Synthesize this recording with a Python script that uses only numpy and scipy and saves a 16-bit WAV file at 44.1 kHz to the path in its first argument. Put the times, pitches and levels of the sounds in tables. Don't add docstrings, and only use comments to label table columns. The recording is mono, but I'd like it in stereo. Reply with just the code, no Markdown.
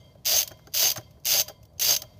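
import sys
import numpy as np
from scipy import signal
from scipy.fft import rfft, irfft
from scipy.io import wavfile

SR = 44100
rng = np.random.default_rng(int(sys.argv[2]) if len(sys.argv) > 2 else 0)


def pcm_store(signal):
    levels = np.round(np.clip(np.atleast_2d(signal), -1, 1) * 32767)
    wavfile.write(sys.argv[1], SR, levels.astype(np.int16).T)


def attenuation_scalar(level_db):
    decades = np.asarray(level_db, float) / 20
    return 10 ** decades


N = 96887
HZ = np.maximum(np.fft.rfftfreq(N, 1 / SR), 1)

TOOTH_CHANCE = rng.standard_normal((4, 30, 2))


def rms_one(x):
    return x / np.sqrt(np.mean(x ** 2) + 1e-20)


def at_hz(points, hz):
    p = np.array(points, float)
    return np.interp(np.log(hz), np.log(p[:, 0]), p[:, 1])


def colour(x, spectrum):
    gain = rms_one(attenuation_scalar(at_hz(spectrum, HZ)))
    return irfft(rfft(x) * gain, N)


def resonance(x, hz, width_hz):
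    r = np.exp(-np.pi * width_hz / SR)
    top = [(1 - r * r) / 2, 0, (r * r - 1) / 2]
    bottom = [1, -2 * r * np.cos(2 * np.pi * hz / SR), r * r]
    return signal.lfilter(top, bottom, x)


def drift(rate_hz):
    r = np.exp(-2 * np.pi * rate_hz / SR)
    noise = rng.standard_normal(N + SR)
    return rms_one(signal.lfilter([1], [1, -2 * r, r * r], noise)[SR:])


def bursts(s, db, t60_s):
    rise_s = .0004
    hits = np.full(N, 1e-18)
    np.add.at(hits, (np.asarray(s) * SR).astype(int), attenuation_scalar(2 * np.asarray(db)))
    fall, rise = attenuation_scalar(-120 / (t60_s * SR)), np.exp(-1 / (rise_s * SR))
    power = signal.lfilter([1 - rise], np.convolve([1, -fall], [1, -rise]), hits)
    return np.sqrt(power)


def traffic():
    # pitch_hz, level_db (per Hz)
    hum_colour = [(20, -33), (60, -3), (120, 0), (240, -15.5), (420, -21), (620, -13.5), (900, -28.5),
                  (2500, -47.5)]
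    level_db, side_db = -53, -19
    hum = rms_one(colour(rng.standard_normal((2, N)), hum_colour))
    mid, side = hum * attenuation_scalar(level_db + 0.5 * drift(1.5))
    return mid * attenuation_scalar([[-.8], [.8]]) + attenuation_scalar(side_db) * side * [[1], [-1]]


def rub():
    # start_s, level_db
    rub_level = [(0.0, -76), (0.24, -83), (0.44, -63), (0.57, -73.5), (0.71, -78), (0.83, -43.5),
                 (1.06, -74), (1.21, -83), (1.31, -83), (1.48, -61.5), (1.59, -83.5), (1.74, -87.5),
                 (1.94, -67.5), (2.19, -76.5)]
    # pitch_hz, level_db (per Hz)
    rub_colour = [(530, -50), (900, -18), (1000, -3), (1200, -14.5), (3300, -10), (6480, -13.5),
                  (8760, -29), (13500, -16.5), (16000, -38)]
    gain_db = 9
    s, db = np.transpose(rub_level)
    level = attenuation_scalar(np.interp(np.arange(N) / SR, s, db) + gain_db + 1.1 * drift(40))
    return level * colour(rng.standard_normal((2, N)), rub_colour)


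def contacts(pawl=0):
    # first_tooth_s, last_tooth_s, level_db, most_load_on_socket_s, most_load_on_pawl_s
    swings = [
        (0.268, .395, -19, 0.33, .382),
        (0.756, .878, -18.5, .84, .855),
        (1.276, 1.384, -18.5, 1.356, 1.39),
        (1.81, 1.934, -19, 1.9, 1.922),
    ]
    tooth_counts = [27, 26, 23, 25]
    # start_s, level_db
    slow_teeth = [
        [(.254, -23.5), (.2602, -16), (.4, -20), (.4062, -17.5), (.4152, -16.5), (.4285, -20)],
        [(.7413, -19.5), (.748, -18), (.8835, -18.5), (.8905, -20), (.9015, -14.5), (.9156, -18)],
        [(1.254, -20), (1.2613, -19), (1.269, -16), (1.3895, -18), (1.3968, -13.5), (1.404, -16),
         (1.413, -17.5)],
        [(1.7963, -19), (1.8035, -28.5), (1.94, -19), (1.9484, -17.5), (1.963, -16)],
    ]
    # start_s, peak_db, thud_db (above the peak), load_db, deep_db (extra deep thud)
    knocks = [(0.1507, -61.5, 10, -3.5, 1.5), (0.5086, -44, 3.5, -13, 11.5), (0.5164, -42, 5, 12, -13),
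              (0.5901, -55, 7.5, 3, -2.5), (0.6705, -45.5, 4.5, 15, 5.5), (0.9593, -22.5, -0.5, -13, -25),
              (0.9791, -32.5, 3, -9.5, 6.5), (1.0106, -49, 2, -4.5, 5.5), (1.1707, -64, 6, -7, 10.5),
              (1.484, -24, -20, -7, 0), (1.4808, -31, -6.5, 12, -3.5), (1.4939, -41.5, 7, 10, 2.5),
              (2.019, -23.5, -16, -2, 4.5), (2.0339, -46, 4, 4, -4.5)]
    # start_s, peak_db, load_db
    more_knocks = [(0.2476, -44, 16), (0.4759, -26.5, -16), (.572, -55.5, -6), (.7215, -56, 13),
                   (0.7278, -51.5, 12.5), (.7375, -32, 8), (0.972, -30.5, 8.5), (1.108, -53, -2), (1.2, -64, 6),
                   (1.237, -58.5, 12), (1.2471, -41, 12), (1.6298, -49, -3), (1.6522, -52, -6),
                   (1.733, -64.5, -0.5), (1.7803, -55.5, 19), (1.996, -44, 11)]
    jitter_s, spread_db = .0006, 1.5
    load_width_s, most_load_db = .028, 9
    tooth_thud_db, thud_follows_load = -24.5, 1.25
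    rows = []
    for swing, count, slow, chance in zip(swings, tooth_counts, slow_teeth, TOOTH_CHANCE):
        first_s, last_s, level_db, socket_s, pawl_s = swing
        fast_s = np.linspace(first_s, last_s, count) + jitter_s * chance[:count, 0]
        fast_db = level_db + spread_db * chance[:count, 1]
        slow_s, slow_db = np.transpose(slow)
        s, db = np.append(fast_s, slow_s), np.append(fast_db, slow_db)
        most_s = socket_s + pawl * (pawl_s - socket_s)
        load = most_load_db * np.exp(-((s - most_s) / load_width_s) ** 2 / 2)
        rows += zip(s, db, load, tooth_thud_db + thud_follows_load * load, 0 * s)
    rows += [(s, db - 6.0, load, thud + 6, deep) for s, db, thud, load, deep in knocks]
    rows += [(s, db, load, tooth_thud_db, 0) for s, db, load in more_knocks]
    return np.transpose(rows)


def wheel():
    # pitch_hz, level_db, t60_s (time to fall 60 dB)
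    rim_tones = [(619, -12.5, 0.63), (997, -20, 0.84), (2099, -23.5, 0.92), (2492, -27, 0.2),
                 (3200, -9.5, 0.56), (4630, -19.5, 0.7), (6360, -25, 0.34)]
    earlier_ring_db, ring_width_hz = -14.5, 15.5
    s, db = contacts()[:2]
    s, db = np.append(s, 0), np.append(db, earlier_ring_db)
    shake = rng.standard_normal((2, N))
    ring = 0
    for hz, level_db, t60_s in rim_tones:
        ring = ring + resonance(shake, hz, ring_width_hz) * bursts(s, db + level_db, t60_s)
    return ring


def chatter(s, db):
    bounce_s, bounce_db = 0.0024, -3.5
    chatter_t60_s, tail_t60_s, tail_db = 0.018, 0.12, -16.5
    hits = bursts(np.append(s, s + bounce_s), np.append(db, db + bounce_db), chatter_t60_s)
    return hits + bursts(s, db + tail_db, tail_t60_s)


def ratchet():
    # pitch_hz, level_db (per Hz)
    click_colour = [(530, -45), (900, -18.5), (1020, -22.5), (2830, -5.5), (3640, -4.5), (6330, -2),
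                    (8870, -12), (12700, -7.5), (16000, -2.5)]
    # pitch_hz, width_hz, level_db, load_share, pawl_share (0 socket, 1 pawl)
    head_tones = [(2180, 190, -6, .2, .1), (2960, 790, -2.5, 0.69, 0.12), (5165, 200, -13.5, 0.77, 0.43),
                  (5870, 120, -2.5, .3, .6), (11940, 720, 0.5, .1, .3), (12830, 380, -1.5, .1, 0.33)]
    # pitch_hz, width_hz, level_db, load_share, pawl_share
    singing_tones = [(4770, 130, 3, 1.1, 0), (6330, 70, 9, .9, 1)]
    s, db = contacts()[:2]
    grit = rng.standard_normal((2, N)) * attenuation_scalar(1.6 * drift(750))
    steel = chatter(s, db) * grit
    for hz, width_hz, level_db, share, pawl in head_tones + singing_tones:
        loaded_db = db + share * contacts(pawl)[2]
        steel = steel + attenuation_scalar(level_db) * resonance(chatter(s, loaded_db) * grit, hz, width_hz)
    return attenuation_scalar(-1) * colour(steel, click_colour)


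def hub_thud():
    # pitch_hz, width_hz, level_db, deep_share (of the deep thud)
    hub_tones = [(110, 27, -8.5, 1.43), (337, 43, -10, 1.54), (421.3, 23.2, -7.5, 1.3),
                 (547.6, 44.6, -5, 0.17), (627, 49.6, -0.5, 0.3), (785.4, 50.4, -4.5, 0.26),
                 (1020, 45, -7.5, 0.076), (1497, 367, -10, 0.2)]
    thud_t60_s, gain_db = 0.049, 20.5
    s, db, load, thud, deep = contacts()
    noise = rng.standard_normal((2, N))
    total = 0
    for k, (hz, width_hz, level_db, share) in enumerate(hub_tones):
        push = noise * bursts(s, db + thud + share * deep, thud_t60_s)
        sign = (-1) ** k
        total = total + sign * attenuation_scalar(level_db + gain_db) * resonance(push, hz, width_hz)
    return total


def ports(pair):
    # pitch_hz, level_db
    left_minus_right = [(350, 0.5), (700, 7), (1400, -4), (2800, -3.4), (5600, -9.5), (9500, 1.5),
                        (13500, -11.5)]
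    # pitch_hz, share (0 to 1)
    likeness = [(120, 1), (350, 0.73), (700, 0.95), (1400, 0.81), (3000, 0.22), (6000, 0.16), (13000, .25)]
    # pitch_hz, lead_radians
    left_lead = [(120, -0.13), (350, 1.57), (700, -0.9), (1400, -1.75), (2800, -2.5), (5600, -7),
                 (13500, -13.5)]
    a, b = rfft(pair)
    alike = np.clip(at_hz(likeness, HZ), 0, 1)
    tilt_db = at_hz(left_minus_right, HZ) / 2
    left = (alike * a + np.sqrt(1 - alike ** 2) * b) * np.exp(1j * at_hz(left_lead, HZ))
    return irfft(np.array([left * attenuation_scalar(tilt_db), a * attenuation_scalar(-tilt_db)]), N)


def scene():
    near = rub() + wheel() + ratchet() + hub_thud()
    return traffic() + ports(near)


def band_limit(x):
    return signal.sosfilt(signal.butter(12, 16820, fs=SR, output="sos"), x)


def record(dry):
    cutoff_hz = 15650
    rounded = .9 * np.tanh(dry / .9)
    low_pass = signal.ellip(12, .5, 70, cutoff_hz - 150, fs=SR, output="sos")
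    mix = signal.sosfilt(low_pass, rounded)
    return band_limit(mix)


dry = scene()
out = record(dry)
pcm_store(out)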